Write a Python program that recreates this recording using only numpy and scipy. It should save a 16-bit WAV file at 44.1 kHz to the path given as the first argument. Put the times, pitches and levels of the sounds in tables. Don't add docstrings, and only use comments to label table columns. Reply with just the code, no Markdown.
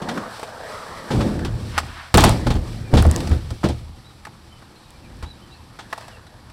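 import sys
import numpy as np
from scipy import signal
from scipy.fft import rfft, irfft, next_fast_len
from scipy.io import wavfile
from scipy.ndimage import uniform_filter1d

SR = 44100
rng = np.random.default_rng(int(sys.argv[2]) if len(sys.argv) > 2 else 0)


def natural_amplitude(level_db):
    exponent = np.asarray(level_db, float) / 20
    return 10 ** exponent


def output_pcm(signal):
    pcm = np.clip(np.atleast_2d(signal).T, -1, 1) * 32767
    wavfile.write(sys.argv[1], SR, np.round(pcm).astype(np.int16))


N = 287532
TOUCH_SPREAD_DB = 2.5


def rms_one(x):
    return x / np.sqrt(np.mean(x ** 2) + 1e-20)


def drift(rate_hz):
    pole = np.exp(-80 * np.pi * rate_hz / SR)
    noise = rng.standard_normal(N // 40 + 2002)
    slow = signal.lfilter([1], [1, -2 * pole, pole ** 2], noise)[2000:]
    return np.interp(np.arange(N) / 40, np.arange(len(slow)), rms_one(slow))


def coloured(spectrum):
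    hz, db = np.transpose(spectrum)
    size = next_fast_len(N)
    bin_hz = np.maximum(np.arange(size // 2 + 1) * SR / size, 1)
    gain = natural_amplitude(np.interp(np.log(bin_hz), np.log(hz), db))
    return rms_one(irfft(rfft(rng.standard_normal(size)) * gain, size)[:N])


def resonate(x, peaks):
    out = 0
    for k, (hz, width_hz, db) in enumerate(peaks):
        r = np.exp(-np.pi * width_hz / SR)
        feedback = [1, -2 * r * np.cos(2 * np.pi * hz / SR), r * r]
        band = signal.lfilter(np.array([1, 0, -1]) * (1 - r * r) / 2, feedback, x)
        out = out + (-1) ** k * natural_amplitude(db) * band
    return out


def bursts(starts_s, levels_db, t60_s, rise_s):
    power = np.zeros(N)
    for start_s, level_db in zip(starts_s, levels_db):
        at = round(start_s * SR)
        t = np.arange(N - at)[:SR] / SR
        envelope = natural_amplitude(level_db - 60 * t / t60_s) * (1 - np.exp(-t / rise_s))
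        power[at:at + len(t)] += envelope ** 2
    return np.sqrt(power)


def grains(per_s, spread_db):
    sizes = natural_amplitude(spread_db * np.minimum(rng.exponential(1, N), 5)) * rng.choice([-1, 1], N)
    return rms_one(sizes * (rng.random(N) < per_s / SR))


def in_time(rows):
    s, *columns = np.transpose(rows)
    return [np.interp(np.arange(N) / SR, s, column) for column in columns]


def struck(starts_s, peaks_db, t60_s, modes, rise_s):
    out = np.zeros(N)
    chance_db = rng.normal(0, TOUCH_SPREAD_DB, (len(starts_s), len(modes)))
    hz, width_hz, mode_db = np.transpose(modes)[:, :, None]
    for start_s, peak_db, row_db in zip(starts_s, peaks_db, chance_db):
        at = round(start_s * SR)
        t = np.arange(N - at)[:SR // 2] / SR
        rings = natural_amplitude(mode_db + row_db[:, None]) * np.sin(2 * np.pi * hz * t) * np.exp(-np.pi * width_hz * t)
        rings = rings.sum(axis=0) * (1 - np.exp(-t / rise_s))
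        out[at:at + len(t)] += natural_amplitude(peak_db - 60 * t / t60_s) * rings / np.abs(rings).max()
    return out


def panels(modes, rumble_db, starts_s, hits_db, t60_s, blow_db, shudder_db, rise_s):
    rumble = natural_amplitude(rumble_db + 1.65 * drift(4.5))
    shudder = bursts(starts_s, hits_db + shudder_db, t60_s, rise_s)
    shaken = np.hypot(rumble, shudder) * rms_one(resonate(grains(600, spread_db=2.0), modes))
    return shaken + natural_amplitude(blow_db) * struck(starts_s, hits_db, t60_s, modes, rise_s)


# [t/s, large-panel level/dB, small-panel level/dB, rattle level/dB]
LANDINGS = [(0.016, -32, -32, -31), (0.085, -40, -31, -25), (0.174, -48, -36, -34.5),
            (0.209, -41, -43, -44), (1.108, -33, -18, -22.5), (1.137, -27, -19, -36),
            (1.206, -23, -23, -23.5), (1.446, -33, -27.5, -26.5), (2.141, 2, -5, -9.5),
            (2.177, -4, -6.5, -6), (2.212, -6, -14, -25), (2.248, -3, -9.5, -12.5), (2.271, -7, -9.5, -18),
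            (2.297, -6.5, -30, -29), (2.464, -12, -17.5, -25.5), (2.502, -11.5, -21, -22),
            (2.547, -5.5, -23.5, -35), (2.925, -12, -23.5, -43), (2.934, 4.5, -4, -19.5),
            (2.966, 2.5, -39, -14), (3.057, 0, -16.5, -46), (3.31, -4.5, -21.5, -30.5),
            (3.345, -26, -27, -54), (3.509, -19, -33, -51), (3.641, -15, -10.5, -22.5),
            (3.691, -17.5, -22, -29), (3.889, -26.5, -60, -65), (5.229, -25.5, -43, -36),
            (5.789, -51, -42, -32.5)]
# [t/s, large-panel rumble level/dB, small-panel rumble level/dB]
ROLLING_WEIGHT = [(0.0, -45, -34.5), (0.18, -47, -26), (0.29, -49, -45.5), (0.78, -45.5, -50.5),
                  (1.07, -49.5, -42.5), (1.17, -19, -22), (1.28, -28, -24), (1.5, -26.5, -36),
                  (1.89, -34.5, -43), (2.16, -50.5, -67), (2.32, -28, -19), (2.45, -24, -32.5),
                  (2.87, -33, -43), (3.0, -22.5, -22.5), (3.3, -25, -33), (3.58, -38.5, -50.5),
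                  (3.75, -32, -49), (4.03, -46.5, -54), (4.9, -49, -54), (5.17, -39, -48.5),
                  (5.47, -50.5, -52), (6.52, -46, -55)]
# [f/Hz, width/Hz, relative level/dB]
LARGE_PANELS = [(33.3, 23, -8.5), (43.8, 8.9, -1), (54, 10, -6.5), (76.4, 4.9, 4.5), (111.7, 12.3, 1.5),
                (131, 51.3, -8)]
# [f/Hz, width/Hz, relative level/dB]
SMALL_PANELS = [(149.7, 15, 2.5), (175.2, 42, 0), (210.3, 18, 4.5), (241, 10.5, 3.5), (274.2, 33.6, -1),
                (309.6, 31, -1), (340.3, 20, 1), (418.4, 71, -9), (495, 30, -4.5), (576, 122, -12.5),
                (749, 43, -11.5), (868, 29, -16.5)]
# [f/Hz, relative level per Hz/dB]
RATTLE = [(470, -27), (800, 9.5), (1110, 1), (1610, -2), (2570, -6), (3420, -1.5), (6650, -14.5),
          (8230, -16), (16000, -41)]


def ramp():
    large_rumble_db, small_rumble_db = in_time(ROLLING_WEIGHT)
    s, large_db, small_db, rattle_db = np.transpose(LANDINGS)
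    large = panels(LARGE_PANELS, large_rumble_db, s, large_db, t60_s=0.26,
                   blow_db=-11.0, shudder_db=-5.0, rise_s=0.0011)
    small = panels(SMALL_PANELS, small_rumble_db, s, small_db, t60_s=0.15,
                   blow_db=0.5, shudder_db=2.5, rise_s=0.0034)
    rattle = bursts(s, rattle_db, t60_s=0.14, rise_s=0.0035) * coloured(RATTLE)
    return large + small + rattle * natural_amplitude(0.85 * drift(45))


# [t/s, drone level/dB, grit hiss level/dB]
ROLL = [(0.0, -35, -52), (0.16, -32, -43.5), (0.26, -34.5, -48.5), (0.36, -39.5, -42), (0.57, -37.5, -50),
        (0.72, -34.5, -44), (1.07, -38.5, -47), (1.16, -33.5, -40), (1.29, -41.5, -44), (1.49, -44, -51.5),
        (1.75, -49, -44), (2.14, -52, -53), (2.21, -27, -25), (2.4, -42, -43), (2.59, -48, -51),
        (2.7, -47, -45.5), (2.87, -51, -53), (2.98, -37.5, -39.5), (3.16, -35, -39), (3.43, -51, -50.5),
        (3.72, -61, -50.5), (3.89, -57.5, -56.5), (5.81, -54.5, -57), (6.01, -45, -49), (6.23, -52, -59),
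        (6.52, -55, -58)]
# [f/Hz, width/Hz, relative level/dB]
WHEELS = [(460, 160, -3), (640, 170, 0), (900, 260, -2), (1250, 280, -1), (1570, 280, -2.5),
          (1880, 300, -5)]
# [f/Hz, relative level per Hz/dB]
GRIT = [(1290, -61), (2200, 7), (2690, 0.5), (4390, 1), (5660, -2), (6750, -12), (7660, -4.5),
        (10400, -11.5), (15400, -22.5), (16100, -35), (16500, -56)]
TILT_DB_PER_OCTAVE, TILT_FOLLOWS_GRIT = 1.5, 0.37
DRONE_TOP_HZ, GRIT_FOOT_HZ = 2250, 2500


def wheels():
    drone_db, grit_db = in_time(ROLL)
    tilt_db = TILT_DB_PER_OCTAVE + TILT_FOLLOWS_GRIT * (grit_db - drone_db)
    bumps_db = drift(21)
    rough = grains(2500, spread_db=1.0)
    pivot_hz = WHEELS[2][0]
    drone = np.zeros(N)
    for k, peak in enumerate(WHEELS):
        gain_db = 2.0 * drift(5) + tilt_db * np.log2(peak[0] / pivot_hz)
        drone += (-1) ** k * natural_amplitude(gain_db) * resonate(rough, [peak])
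    band = signal.butter(6, [380, DRONE_TOP_HZ], "band", fs=SR, output="sos")
    drone = signal.sosfilt(band, drone)
    drone /= np.sqrt(uniform_filter1d(drone ** 2, size=SR // 5))
    treble = signal.butter(3, GRIT_FOOT_HZ, "high", fs=SR, output="sos")
    grit = rms_one(signal.sosfilt(treble, coloured(GRIT)))
    grit_gain = natural_amplitude(grit_db + 0.81 * bumps_db + 0.5 * drift(36))
    return natural_amplitude(drone_db + bumps_db) * drone + grit_gain * grit


# [t/s, ring peak level/dB, centre f/Hz, crack peak level over the ring/dB]
CLACKS = [(0.019, -25, 664, -32), (0.089, -19, 1200, -10), (0.175, -17.5, 1200, -20),
          (0.367, -33.5, 877, -7), (0.395, -25, 684, -4), (0.43, -18, 635, -13), (1.105, -19, 710, -24),
          (1.204, -19.5, 821, -25), (1.391, -27, 920, -6), (1.449, -32, 800, 8.5),
          (1.7785, -6.5, 1330, -3.5), (1.785, -20, 1730, 5.5), (1.799, -25, 730, 0), (2.142, 0, 1070, 0.5),
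          (2.176, 9, 690, -11), (2.238, 7.5, 730, -6.5), (2.469, -13.5, 820, -7.5), (2.504, -19.5, 740, -5),
          (2.937, -15, 577, -32), (3.024, -18, 1145, -22), (3.051, -10.5, 544, -32),
          (3.112, -28, 1400, -19), (3.204, -25, 623, 3.5), (3.273, -25, 606, 1), (3.505, -28.5, 730, 2.5),
          (3.632, -20, 810, -30), (3.639, -14.5, 820, -11), (3.656, -24, 673, -7), (3.687, -33.5, 748, 12),
          (3.962, -50, 816, 5), (4.251, -26, 1770, -3.5), (4.269, -27.5, 880, -14),
          (4.623, -36.5, 880, -21), (5.226, -26, 720, -6), (5.239, -34, 1080, -16),
          (5.789, -30, 1180, -5.5), (5.927, -16.5, 1310, -11), (5.928, -19.5, 633, -30),
          (5.978, -23.5, 700, -6), (6.008, -31, 680, -4), (6.081, -31.5, 695, -1), (6.267, -40.5, 1320, 0),
          (6.499, -41.5, 1250, 2.5)]
# [f/Hz, relative level/dB, t60/s before scaling to the mean CLACK_T60_S]
DECK = [(480, -5, .05), (678, -1, .055), (860, -1, .055), (1080, -3, .05), (1255, -1, .06),
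        (1420, -2, .055), (1712, -2, .045), (1910, -4, .05), (2200, -5, .045), (2710, -6, .045)]
# [f/Hz, relative level per Hz/dB]
CRACK = [(600, -26), (1200, -0.5), (2500, 4.5), (4500, 5), (5800, 3), (6750, -10), (7700, 2.5), (11000, -9),
         (16000, -21), (16600, -55)]
CLACK_T60_S, CRACK_LINGER = 0.039, 1.3
FOCUS_DB, CONTACT_S = 11, 0.0004
CREST_DB = 8
SNAP_DB, SNAP_T60_S = 3, 0.008


def clacks():
    s, peaks_db, centres_hz, treble_db = np.transpose(CLACKS)
    hz, mode_db, mode_t60 = np.transpose(DECK)[:, :, None]
    mode_t60 = mode_t60 * CLACK_T60_S / np.mean(mode_t60)
    chance_db = rng.normal(0, TOUCH_SPREAD_DB, (len(s), len(DECK)))
    splinters = np.array([rms_one(resonate(rng.standard_normal(N), [(f, 220, 0)])) for f in hz[:, 0]])
    out = np.zeros(N)
    for start_s, peak_db, centre_hz, row_db in zip(s, peaks_db, centres_hz, chance_db):
        at = round(start_s * SR)
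        t = np.arange(N - at)[:SR // 5] / SR
        tones = np.sin(2 * np.pi * hz * t) * (1 - np.exp(-t / CONTACT_S))
        noise = 0.6 * splinters[:, at:at + len(t)] * (1 - np.exp(-t / 0.0012))
        focus_db = -FOCUS_DB * np.log2(hz / centre_hz) ** 2
        gain = natural_amplitude(mode_db + row_db[:, None] + focus_db - 60 * t / mode_t60)
        rings = (gain * (tones + noise)).sum(axis=0)
        out[at:at + len(t)] += natural_amplitude(peak_db) * rings / np.abs(rings).max()
    crack_db = peaks_db + treble_db - CREST_DB
    snap = bursts(s, crack_db + SNAP_DB, SNAP_T60_S, rise_s=0.0003)
    tail = bursts(s, crack_db, CRACK_LINGER * CLACK_T60_S, rise_s=0.00062)
    return out + np.hypot(snap, tail) * coloured(CRACK)


# [t/s, starting level/dB]
TICKS = [(2.174, 28), (2.208, 2), (2.2503, -1), (2.2942, 0), (2.542, -23), (3.025, -7), (3.0673, -12),
         (3.1133, -1.5), (3.1622, -2.5), (3.2953, -20.5), (4.906, -28), (5.17, -37)]
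TICK_HZ, TICK_SPREAD = 8130, 0.084


def ticks():
    out = np.zeros(N)
    t = np.arange(SR // 100) / SR
    for s, db in TICKS:
        at = round(s * SR)
        hz = TICK_HZ * (1 + rng.normal(0, TICK_SPREAD))
        out[at:at + len(t)] += natural_amplitude(db - 60 * t / 0.0011) * np.sin(2 * np.pi * hz * t)
    return out


# [loudest moment t/s, rms level/dB, swell/dB per s, fade/dB per s]
SCUFFS = [(1.773, -32, 260, 1300), (1.89, -40, 220, 200), (2.0, -36, 105, 104)]
# [f/Hz, relative level per Hz/dB]
SOLE = [(410, -37), (700, -4), (869, -8), (950, -2), (1660, -2.5), (1830, -2.5), (2000, -6.5),
        (4190, -13.5), (6000, -27), (7800, -53), (13200, -120)]
LIFT_OFF_S = 2.11


def scuff():
    t = np.arange(N) / SR
    drags_db = [db - np.maximum(swell * (s - t), fade * (t - s)) for s, db, swell, fade in SCUFFS]
    level_db = np.max(drags_db, axis=0) - 600 * np.maximum(t - LIFT_OFF_S, 0)
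    return natural_amplitude(level_db + 1.2 * drift(35)) * coloured(SOLE)


# [start t/s, length/s, top f/Hz, level/dB]
WHISTLES = [(4.04, .08, 3950, -52), (5.25, .085, 4020, -49), (5.41, .06, 3100, -57)]
# [start t/s, length/s, start f/Hz, end f/Hz, level/dB]
CHIRPS = [(2.84, .06, 2500, 2350, -50), (4.5, .09, 3100, 3010, -58), (4.755, .035, 4250, 4190, -55),
          (4.8, .07, 3900, 3800, -60), (4.85, .14, 2600, 2330, -63), (5.02, .065, 2900, 2280, -57),
          (5.5, .085, 2950, 2580, -56), (5.505, .045, 3800, 4000, -50), (5.53, .035, 4400, 4300, -54),
          (6.01, .05, 2500, 2680, -56), (6.105, .075, 3100, 2640, -52), (6.265, .02, 4200, 3850, -54)]
ARCH = 0.09
HOARSE_S = 0.007
BIRD_HAZE_DB, BIRD_HAZE_T60_S = -6, 0.25


def birds():
    notes = []
    for s, length_s, top_hz, db in WHISTLES:
        u = np.linspace(0, 1, round(length_s * SR))
        notes.append((s, length_s, db, u, top_hz * (1 - ARCH * (2 * u - 1) ** 2)))
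    for s, length_s, start_hz, end_hz, db in CHIRPS:
        u = np.linspace(0, 1, round(length_s * SR))
        notes.append((s, length_s, db, u, end_hz + (start_hz - end_hz) * (1 - u) ** 2))
    out, shake = np.zeros(N), drift(150)
    for s, length_s, db, u, path_hz in notes:
        at = round(s * SR)
        depth = min(0.03, (HOARSE_S / length_s) ** 2)
        hz = path_hz * (1 + depth * shake[at:at + len(u)])
        swell = np.minimum(1, 6 * np.minimum(u, 1 - u))
        out[at:at + len(u)] += natural_amplitude(db) * swell * np.sin(2 * np.pi * np.cumsum(hz) / SR)
    t = np.arange(round(BIRD_HAZE_T60_S * SR)) / SR
    haze = rng.standard_normal(len(t)) * natural_amplitude(-60 * t / BIRD_HAZE_T60_S)
    out = out + natural_amplitude(BIRD_HAZE_DB) * signal.fftconvolve(out, haze / np.linalg.norm(haze))[:N]
    return out * natural_amplitude(3 * drift(60))


# [delay t/s, level/dB before the dulling low-pass]
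ECHOES = [(.017, -21), (.031, -25), (0.053, -22), (0.084, -27), (.121, -33), (.155, -34)]


def park(x):
    answer = np.zeros(SR // 4)
    t = np.arange(SR // 25) / SR
    for delay_s, db in ECHOES:
        smear = rng.standard_normal(len(t)) * natural_amplitude(-60 * t / 0.016)
        at = round(delay_s * SR)
        answer[at:at + len(t)] += natural_amplitude(db) * smear / np.linalg.norm(smear)
    echoes = signal.fftconvolve(x, answer)[:N]
    return x + signal.lfilter([0.45], [1, -0.55], echoes)


# [f/Hz, relative level per Hz/dB]
TOWN = [(15, -36), (25, 6), (70, -18), (103, 3), (208, -7), (410, -19), (553, -21), (787, -6.5),
        (2150, -23), (4600, -18.5), (6730, -34), (11500, -29), (15200, -52), (16500, -65)]


def town():
    return natural_amplitude(-52.5 + 0.097 * drift(4.3)) * coloured(TOWN)


def scene():
    echoed = park(clacks() + birds())
    return np.array([ramp() + wheels() + scuff() + echoed + ticks() + town()])


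def overload(x):
    limit, hardness = 0.49, 15
    return x / (1 + np.abs(x / limit) ** hardness) ** (1 / hardness)


def top_cut(x):
    return signal.sosfilt(signal.butter(12, 16810, fs=SR, output="sos"), x)


def record(dry):
    mix = overload(dry)
    return top_cut(mix)


dry = scene()
out = record(dry)
output_pcm(out)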